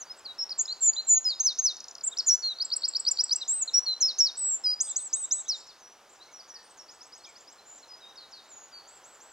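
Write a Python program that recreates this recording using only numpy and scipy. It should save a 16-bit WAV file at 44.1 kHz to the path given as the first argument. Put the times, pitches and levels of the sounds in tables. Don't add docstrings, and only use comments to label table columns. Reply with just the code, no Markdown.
import sys
import numpy as np
from scipy import signal
from scipy.fft import rfft, irfft, next_fast_len
from scipy.io import wavfile
from scipy.ndimage import uniform_filter1d

SR = 44100
rng = np.random.default_rng(int(sys.argv[2]) if len(sys.argv) > 2 else 0)


def file_out(sig):
    cols = np.atleast_2d(sig).T
    lim = np.clip(cols, -1, 1)
    pcm = np.round(lim * 32767).astype(np.int16)
    wavfile.write(sys.argv[1], SR, pcm)


N = 411012

# frequency in Hz, relative density in dB.
HISS_COLOUR = [(1000, -25.5), (3000, -16), (6000, -4.5), (10000, -11.5), (15800, -19.5)]
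# frequency in Hz, relative density in dB.
ROAD_COLOUR = [(25, -24.5), (55, -18.5), (170, -17.5), (330, -9), (830, -3.5), (1400, -7), (2070, -13),
               (3200, -14.5), (6400, -16), (8000, -25), (15800, -32.5)]
# time in seconds, drone level in dB, tyre hiss level in dB.
ROAD_LEVELS = [(0, -55.5, -64), (1.199, -57.5, -81.5), (2.401, -57.5, -61.5), (3, -57.5, -82),
               (4.002, -56.5, -69.5), (5.5, -58, -88), (8, -57.5, -83), (9, -57, -67)]
# start in seconds, length in seconds, first pitch in Hz,
# share of the length at the peak (0-1), peak pitch in Hz, last pitch in Hz, level at the peak in dB.
CHIRP_SLURS = [(3.355, 0.084, 2860, .4, 2680, 2870, -64), (3.54, 0.13, 3050, 0.5, 2590, 2900, -67),
               (4.972, 0.039, 4750, .5, 4050, 3450, -51), (5.157, 0.033, 3760, 0.27, 3830, 3980, -51.5),
               (5.2351, 0.03, 3650, 0.6, 3830, 3980, -51.5), (5.306, 0.035, 3560, 0.3, 3860, 4150, -48.5),
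               (5.3733, 0.033, 3480, 0.44, 3800, 4020, -51.5), (5.4536, .034, 3420, 0.7, 3900, 3970, -52),
               (6.284, .037, 2220, .3, 2230, 2260, -62), (6.519, 0.13, 1850, 0.57, 1800, 1810, -60.5),
               (7.248, 0.013, 3950, .55, 3380, 3290, -48.5), (7.269, 0.04, 2460, 0.17, 2360, 2140, -54)]
BUZZ_SLURS = [(4.862, 0.077, 3630, 0.54, 3840, 3920, -52.5)]
# start in seconds, level at the peak in dB.
THIRD_WREN_DROPS = [(6.15, -62), (6.222, -63), (6.259, -61), (7.783, -58), (7.878, -59), (7.972, -60),
                    (8.087, -60)]
SYLLABLE_SHAPES = { "rise": [(0, 0.05, -16.5), (.19, 0.35, -3.5), (.45, 0.48, -1.5), (.68, .7, -2),
                   (.86, .92, 0.5), (1, 1, -11)], "tick": [(0, 1, -21), (.27, .26, -4.5), (.43, 0, 1.5),
                   (.8, .24, -5.5), (1, 0.76, -17)], "scoop": [(0, 0, -24.5), (.12, 0.67, -3.5),
                   (.24, 0.9, -6), (.52, .8, -1), (.75, 0.99, -2), (1, 0.95, -8)], "plunge": [(0, 1, -20),
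                   (.2, .45, -4), (.32, .22, 1), (.5, .17, -9), (.65, .11, -6.5), (.85, .02, -9),
                   (1, 0, -9.5)], "hook": [(0, .62, -17), (.045, .92, -3), (.095, 0.98, -1),
                   (.2, .92, -20.5), (.36, .89, -13), (.49, .84, -0.5), (.6, .62, -1.5), (.73, 0.26, -9),
                   (.84, .1, -13), (.94, 0.02, -18.5), (1, 0.03, -21.5)], "fall": [(0, 0.94, -12),
                   (.1, 0.7, -2.5), (.22, .55, -4.5), (.52, 0.4, -1), (1, 0, -7.5)],
                   "step": [(0, 0.99, -24), (.27, .55, -2.5), (.69, .49, -8.5), (.92, .06, 0.5),
                   (1, 0, -20)], "climb": [(0, 0.06, -9.5), (.26, .27, -1), (.6, .68, -11), (.84, .98, -9),
                   (1, 0.88, -13)], "dome": [(0, 0, -3.5), (.13, .72, 1), (.3, 0.93, -7), (.72, .93, -6.5),
                   (1, 0.6, -2)], }
ANSWER_SYLLABLES = { "fall": [(5.669, 0.049, 3570, 7000, -49)], "plunge": [(8.154, .1, 3770, 6350, -45.5),
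                    (8.309, 0.095, 3710, 7100, -45.5)], "step": [(6.314, .103, 4440, 6990, -45.5),
                    (6.476, .099, 4330, 7060, -43)], "climb": [(6.8858, 0.04, 4410, 6970, -45),
                    (7.0086, .031, 4600, 6860, -43.5), (7.1248, 0.04, 4490, 6820, -43.5),
                    (7.239, 0.035, 4450, 6850, -44.5), (7.356, 0.036, 4220, 6700, -47.5),
                    (7.4735, 0.039, 4500, 6650, -47.5)], "tick": [(6.9352, 0.03, 7770, 8500, -58),
                    (7.0525, 0.028, 7820, 8300, -57), (7.1712, 0.02, 7960, 8480, -54),
                    (7.2854, 0.02, 7420, 8240, -51.5), (7.4007, 0.017, 7000, 7700, -51),
                    (7.5189, 0.017, 7420, 7760, -51)], "dome": [(8.8758, 0.1, 6340, 7880, -52),
                    (9.0385, 0.12, 5780, 7940, -52.5), (9.2051, 0.13, 5600, 7900, -53)], }
ANSWER_SLURS = [ (0.053, 0.052, 4660, 0.7, 4670, 4670, -53), (1.8817, .025, 7130, .2, 7100, 6960, -48),
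                (5.079, 0.053, 6170, 0.6, 4800, 4770, -56), (5.549, 0.064, 7530, .3, 6940, 7770, -49),
                (5.789, 0.15, 6480, 0.43, 5750, 5940, -53.5), (6.093, .018, 6770, .2, 7000, 7880, -54.5),
                (6.121, 0.024, 8340, .52, 7180, 6990, -54), (6.2019, 0.034, 3800, 0.74, 4050, 4460, -48.5),
                (6.589, .042, 4020, .6, 3980, 3960, -61), (6.6284, 0.051, 7650, 0.45, 8950, 8840, -59.5),
                (6.698, 0.024, 8500, .75, 8040, 7950, -53), (6.69, .025, 5940, .6, 6760, 6200, -63),
                (6.774, 0.057, 6840, 0.4, 5550, 5470, -47), (7.199, .017, 4470, 0.56, 4190, 4250, -54),
                (7.5818, 0.018, 4260, 0.8, 4000, 3930, -51.5), (7.6566, 0.037, 6850, .6, 7200, 7050, -51.5),
                (7.688, .09, 7100, 0.13, 6990, 7280, -48), (7.7983, .016, 7720, .54, 6870, 6770, -57),
                (7.8257, 0.022, 4260, 0.25, 4220, 3830, -50.5), (7.76, .014, 6500, .6, 7400, 8000, -58),
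                (7.774, 0.013, 8100, .7, 6900, 6400, -49), (7.8871, 0.078, 5100, 0.41, 4980, 5000, -47),
                (8.0068, 0.12, 3970, 0.32, 3746, 3830, -49.5), (8.4877, 0.15, 7540, 0.23, 6950, 6630, -50),
                (8.615, 0.0466, 6500, .6, 6870, 6730, -50.5), (8.419, 0.053, 6500, 0.5, 6900, 7300, -66),
                (8.7217, 0.092, 4840, .22, 4616, 4470, -46.5), (8.765, 0.055, 4450, .4, 4200, 4200, -60)]
WREN_SYLLABLES = { "fall": [(0.5034, .029, 4125, 5900, -30), (2.1848, 0.024, 4150, 6530, -22)],
                  "hook": [(1.3973, 0.13, 3590, 6584, -19.5), (1.5844, 0.14, 3610, 6590, -20)],
                  "rise": [(2.5986, 0.033, 3680, 5350, -25), (2.7148, 0.029, 3640, 5610, -24),
                  (2.8336, 0.026, 3650, 5550, -22.5), (2.9486, 0.024, 3720, 5550, -23),
                  (3.0635, .03, 3850, 5950, -20), (3.1848, 0.031, 3890, 5860, -20),
                  (3.307, 0.032, 3830, 6210, -20.5)], "tick": [(2.6463, .014, 7370, 8430, -29),
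                  (2.7607, .0145, 7530, 8760, -24), (2.8795, 0.016, 7340, 8470, -24.5),
                  (2.995, 0.015, 7530, 8420, -26.5), (3.1097, 0.015, 7120, 8360, -20),
                  (3.234, 0.014, 7560, 8530, -22.5), (3.3549, 0.014, 7540, 8620, -23.5)],
                  "scoop": [(0.676, .048, 3290, 4236, -31), (0.9593, 0.055, 3250, 4190, -28)], }
# time in seconds, pitch in Hz, level in dB.
SINGLE_NOTES = [
    [(0.245, 5070, -58), (0.255, 4780, -41.5), (0.265, 4257, -35.5), (0.277, 3980, -45.5),
     (0.313, 3817, -39.5), (0.324, 3900, -49.5)],
    [(0.382, 5460, -51), (0.392, 5430, -32.5), (0.414, 5340, -29), (0.44, 5600, -32), (0.445, 5570, -41)],
    [(0.577, 7500, -50), (0.587, 7530, -31.5), (0.597, 6710, -21), (0.603, 6450, -27.5), (0.613, 7040, -21),
     (0.626, 7600, -36.5)],
    [(0.807, 7580, -42), (0.825, 7280, -24.5), (0.841, 7120, -21.5), (0.863, 7223, -21),
     (0.881, 6906, -18.5), (0.899, 6882, -18), (0.906, 6800, -32)],
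    [(1.07, 7600, -39.5), (1.088, 7301, -24), (1.106, 6985, -17), (1.138, 6980, -17), (1.158, 6710, -25.5),
     (1.18, 6740, -19), (1.187, 6530, -29.5)],
    [(1.244, 5600, -43.5), (1.254, 5120, -27), (1.268, 5060, -22), (1.29, 4930, -27.5),
     (1.312, 4200, -28.5), (1.336, 3700, -37), (1.344, 3740, -43)],
    [(2.033, 6700, -49), (2.039, 7180, -30.5), (2.047, 7370, -27), (2.059, 8230, -38), (2.067, 7916, -29.5),
     (2.079, 7110, -22.5), (2.088, 7130, -32.5)],
    [(2.263, 6620, -39), (2.271, 7190, -26), (2.279, 7080, -20.5), (2.297, 5845, -18.5),
     (2.317, 5560, -20.5), (2.345, 5980, -23), (2.359, 6070, -31)],
    [(2.423, 4550, -47), (2.431, 4460, -36), (2.441, 4140, -29), (2.455, 4280, -28), (2.483, 4200, -28.5),
     (2.499, 3973, -32), (2.523, 3880, -34.5), (2.534, 3680, -40.5)],
    [(3.478, 6430, -43), (3.484, 6880, -30.5), (3.496, 7640, -24.5), (3.516, 7480, -25), (3.542, 8135, -29),
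     (3.582, 8190, -33), (3.61, 7924, -32.5), (3.628, 6938, -22.5), (3.637, 6690, -30)],
    [(3.735, 5400, -38), (3.745, 5656, -19), (3.779, 5715, -20), (3.789, 5800, -18), (3.796, 6050, -33.5)],
    [(3.857, 4530, -49), (3.867, 4310, -30), (3.885, 4143, -26), (3.923, 4073, -28.5), (3.939, 4005, -31),
     (3.945, 3940, -46)],
    [(4.006, 6760, -38.5), (4.012, 6522, -24.5), (4.024, 5750, -20), (4.04, 5210, -21.5),
     (4.068, 5410, -24.5), (4.08, 5087, -29), (4.094, 4337, -28.5), (4.11, 3901, -32.5), (4.119, 3740, -41)],
    [(4.184, 6530, -37.5), (4.19, 6360, -23.5), (4.208, 5576, -17.5), (4.25, 5510, -24.5),
     (4.26, 5110, -25), (4.274, 4330, -27), (4.282, 4000, -37), (4.292, 3840, -35), (4.303, 3687, -39)],
    [(4.366, 7301, -61), (4.372, 7600, -41), (4.378, 7900, -34), (4.396, 8050, -32.5), (4.456, 7717, -27),
     (4.472, 7820, -28), (4.552, 7295, -27), (4.576, 7220, -41)],
    [(4.637, 5350, -42), (4.647, 5180, -27), (4.667, 4910, -22.5), (4.697, 4850, -27), (4.731, 5040, -28),
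     (4.741, 4860, -31), (4.746, 4850, -41)],
    [(5.482, 6550, -43), (5.49, 6080, -28), (5.498, 5540, -24), (5.53, 4220, -33), (5.554, 3719, -38.5),
     (5.568, 3620, -47)],
]
NEAR_SLURS = [(0.001, .04, 7120, 0.4, 6360, 5600, -40), (0.097, 0.027, 5090, 0.44, 5094, 5160, -37),
              (0.165, 0.015, 6840, 0.4, 7700, 8200, -60), (0.179, .02, 8200, 0.84, 7300, 7140, -49.5),
              (0.719, 0.014, 4240, .5, 4450, 4780, -28), (2.1157, .027, 3570, 0.5, 3890, 3330, -40.5),
              (3.4098, 0.028, 3850, 0.33, 4100, 3530, -31.5), (3.6751, .024, 4060, 0.22, 4320, 3630, -31)]
# start in seconds, length in seconds,
# first pitch in Hz, middle pitch in Hz, last pitch in Hz, peak in dB.
SHORT_FLICKS = [(0.4905, 0.011, 3250, 5040, 5700, -34), (0.652, 0.011, 4360, 5230, 3640, -30.5),
                (0.932, 0.0078, 3570, 4790, 3900, -30), (2.168, 0.014, 3530, 5080, 6500, -28.5)]
# start in seconds, length in seconds,
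# top pitch in Hz, bottom pitch in Hz, peak in dB.
RATTLE_FLICKS = [(1.766, 0.0061, 7960, 3700, -33.5), (1.801, 0.0091, 7730, 3540, -32.5),
                 (1.8395, 0.0078, 7230, 3650, -34.4), (1.881, .0072, 7440, 3760, -33.5),
                 (1.909, .0073, 7300, 4450, -36), (1.95, .0077, 7540, 3350, -32.5),
                 (1.98, .0076, 6130, 4080, -37), (2.0066, .011, 6160, 3630, -37.5)]
# start in seconds,
# leap in seconds, length in seconds, share of the length at the top (0-1), top pitch in Hz,
# last pitch in Hz, leap level in dB, crown level in dB, droop level in dB.
ARCH_ROWS = [(4.8015, .02, 0.12, 0.21, 8470, 6970, -19, -41, -30),
             (4.9593, 0.017, 0.12, 0.4, 8150, 7200, -21, -39.5, -36.5),
             (5.1288, .021, 0.1284, 0.4, 8250, 7210, -20, -37, -29.5),
             (5.31, 0.03, .108, 0.52, 7960, 7370, -19.5, -36, -35.5)]
# share of the leap (0-1), pitch in Hz, level relative to the leap's in dB.
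LEAP_CONTOUR = [(0, 5030, -21), (.12, 5680, -9.5), (.3, 6100, -5.5), (.48, 6560, 0.5), (1, 7760, -9)]

LEFT_LAG_SAMPLES, TOP_HZ = 1, 15800
GRACE_LEAD_S, GRACE_S, GRACE_REL_DB = 0.0142, 0.0073, -7
DROOP_AT, DROOP_SHARE, CLOSE_REL_DB = 0.94, 0.7, -4.5
SETTLE_S, SETTLE_SHARE, SETTLE_REL_DB = 0.012, 0.55, 5
BOW_SHARES = [0.6, 0.24, 0.28]


def undb(db):
    return 10 ** (np.asarray(db) / 20)


def coloured(spectrum):
    hz, db = np.transpose(spectrum)
    size = next_fast_len(N)
    bin_hz = np.fft.rfftfreq(size, 1 / SR) + 1
    gain = undb(np.interp(np.log(bin_hz), np.log(hz), db))
    noise = irfft(rfft(rng.standard_normal(size)) * gain, size)[:N]
    return noise / noise.std()


def walk(rate_hz):
    hold = int(SR / rate_hz)
    steps = np.repeat(rng.standard_normal(N // hold + 1), hold)
    return uniform_filter1d(steps, hold)[:N]


def road():
    s, drone_db, tyre_db = np.transpose(ROAD_LEVELS)
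    t = np.arange(N) / SR
    drone = coloured(ROAD_COLOUR) * undb(np.interp(t, s, drone_db))
    tyres = coloured([(900, -29.5), (1400, -2.0), (2400, -27.5)])
    return drone + tyres * undb(np.interp(t, s, tyre_db))


def hedges(x, near_db, near_t60_s, far_db, far_t60_s, treble_t60_s=0.71):
    t = np.arange(SR) / SR
    decay = undb(near_db - 60 * t / near_t60_s) + undb(far_db - 60 * t / far_t60_s)
    patchy = undb(2.5 * walk(60)[:SR])
    onset = np.clip(t / 0.0079, 0, 1) ** 2
    echoes = rng.standard_normal(SR) * decay * patchy * onset
    low = signal.sosfiltfilt(signal.butter(2, 6000, fs=SR, output="sos"), echoes)
    echoes = low + (echoes - low) * undb(-60 * t / treble_t60_s)
    return signal.fftconvolve(x, echoes)[:N]


def whistle(notes, edge_s, waver):
    out = np.zeros(N)
    unsteady = 1 + waver * (walk(400) + walk(90))
    for note in notes:
        s, hz, db = np.transpose(note)
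        first = max(int((s[0] - edge_s) * SR), 0)
        last = min(int((s[-1] + edge_s) * SR), N)
        i = np.arange(first, last)
        t = i / SR
        gate = np.clip(np.minimum(t - s[0], s[-1] - t) / edge_s + 1, 0, 1) ** 2
        pitch_hz = np.interp(t, s, hz)
        phase = 2 * np.pi * np.cumsum(pitch_hz * unsteady[i]) / SR
        swell = undb(uniform_filter1d(np.interp(t, s, db), int(edge_s * SR)))
        octave_gain = undb(-9 - 0.008 * pitch_hz)
        tone = np.sin(phase) + octave_gain * np.sin(2 * phase)
        out[i] += np.sqrt(2) * gate * swell * tone
    return out


def slurs(rows, start_db, end_db, shoulder):
    notes = []
    for s, length_s, first_hz, at, peak_hz, last_hz, db in rows:
        share = np.array([0, at / 2, at, (1 + at) / 2, 1])
        rel_db = np.array([start_db, shoulder * start_db, 0, shoulder * end_db, end_db])
        hz = np.interp(share, [0, at, 1], [first_hz, peak_hz, last_hz])
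        notes.append(np.c_[s + length_s * share, hz, db + rel_db])
    return notes


def sung(song):
    notes = []
    for name, rows in song.items():
        share, height, rel_db = np.transpose(SYLLABLE_SHAPES[name])
        for s, length_s, low_hz, high_hz, db in rows:
            hz = low_hz + height * (high_hz - low_hz)
            notes.append(np.c_[s + length_s * share, hz, db + rel_db])
    return notes


def chirps():
    plain = slurs(CHIRP_SLURS, start_db=-8, end_db=-12, shoulder=0.35)
    buzzy = slurs(BUZZ_SLURS, start_db=-9, end_db=-8, shoulder=0.3)
    return whistle(plain, edge_s=0.0072, waver=0.02) + whistle(buzzy, edge_s=0.007, waver=0.045)


def third_wren():
    rows = [(s, 0.023, 6400, 0.5, 5840, 5150, db) for s, db in THIRD_WREN_DROPS]
    drops = slurs(rows, start_db=-5, end_db=-5, shoulder=0.3)
    return whistle(drops, edge_s=0.0072, waver=0.0056)


def answering_wren():
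    song = sung(ANSWER_SYLLABLES)
    song += slurs(ANSWER_SLURS, start_db=-11.5, end_db=-10, shoulder=0.45)
    return whistle(song, edge_s=0.0072, waver=0.0056)


def flicks():
    out = np.zeros(N)
    rattle = [(s, length_s, top_hz, (top_hz + bottom_hz) / 2, bottom_hz, db)
              for s, length_s, top_hz, bottom_hz, db in RATTLE_FLICKS]
    graces = [(s - GRACE_LEAD_S, GRACE_S, 3340, 4480, 4140, db + GRACE_REL_DB)
              for s, _, _, _, db in WREN_SYLLABLES["rise"]]
    for s, length_s, first_hz, middle_hz, last_hz, db in SHORT_FLICKS + rattle + graces:
        n, at = int(length_s * SR), int(s * SR)
        bend = np.polyfit([0, 0.5, 1], [first_hz, middle_hz, last_hz], 2)
        pitch_hz = np.polyval(bend, np.linspace(0, 1, n))
        phase = 2 * np.pi * np.cumsum(pitch_hz) / SR
        out[at:at + n] += undb(db) * np.hanning(n) * np.sin(phase)
    return out


def arches():
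    notes = []
    for s, leap_s, length_s, at, top_hz, last_hz, leap_db, crown_db, droop_db in ARCH_ROWS:
        leap = [(s + leap_s * share, hz, leap_db + rel_db) for share, hz, rel_db in LEAP_CONTOUR]
        leap_end_s, leap_end_hz, _ = leap[-1]
        crown = np.array([s + at * length_s, top_hz, crown_db])
        droop_hz = top_hz + DROOP_SHARE * (last_hz - top_hz)
        droop = np.array([s + DROOP_AT * length_s, droop_hz, droop_db])
        settle_s = min(leap_end_s + SETTLE_S, crown[0])
        settle_hz = leap_end_hz + SETTLE_SHARE * (top_hz - leap_end_hz)
        settle = (settle_s, settle_hz, crown_db + SETTLE_REL_DB)
        bow = crown + (droop - crown) * BOW_SHARES
        close = (s + length_s, last_hz, droop_db + CLOSE_REL_DB)
        notes.append(leap + [settle, crown, bow, droop, close])
    return notes


def near_wren():
    song = sung(WREN_SYLLABLES) + arches() + list(SINGLE_NOTES)
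    song += slurs(NEAR_SLURS, start_db=-13, end_db=-8, shoulder=0.32)
    return whistle(song, edge_s=0.0013, waver=0.0042) + flicks()


def scene():
    small_birds = chirps()
    far_wrens = answering_wren() + third_wren()
    wren = near_wren()
    field = road()
    field += small_birds + hedges(small_birds, -35.5, 0.12, -44, 0.89)
    field += far_wrens + hedges(far_wrens, -37.0, 0.31, -46.5, 0.9)
    field += wren + hedges(wren, -49.5, 0.23, -49, 0.69)
    left = np.r_[np.zeros(LEFT_LAG_SAMPLES), field[:-LEFT_LAG_SAMPLES]]
    return np.array([left, field])


def record(dry):
    hiss = np.array([coloured(HISS_COLOUR), coloured(HISS_COLOUR)]) * undb(-72.0)
    steep_cut = signal.ellip(10, 0.2, 60, TOP_HZ, fs=SR, output="sos")
    return signal.sosfilt(steep_cut, dry + hiss)


dry = scene()
out = record(dry)
file_out(out)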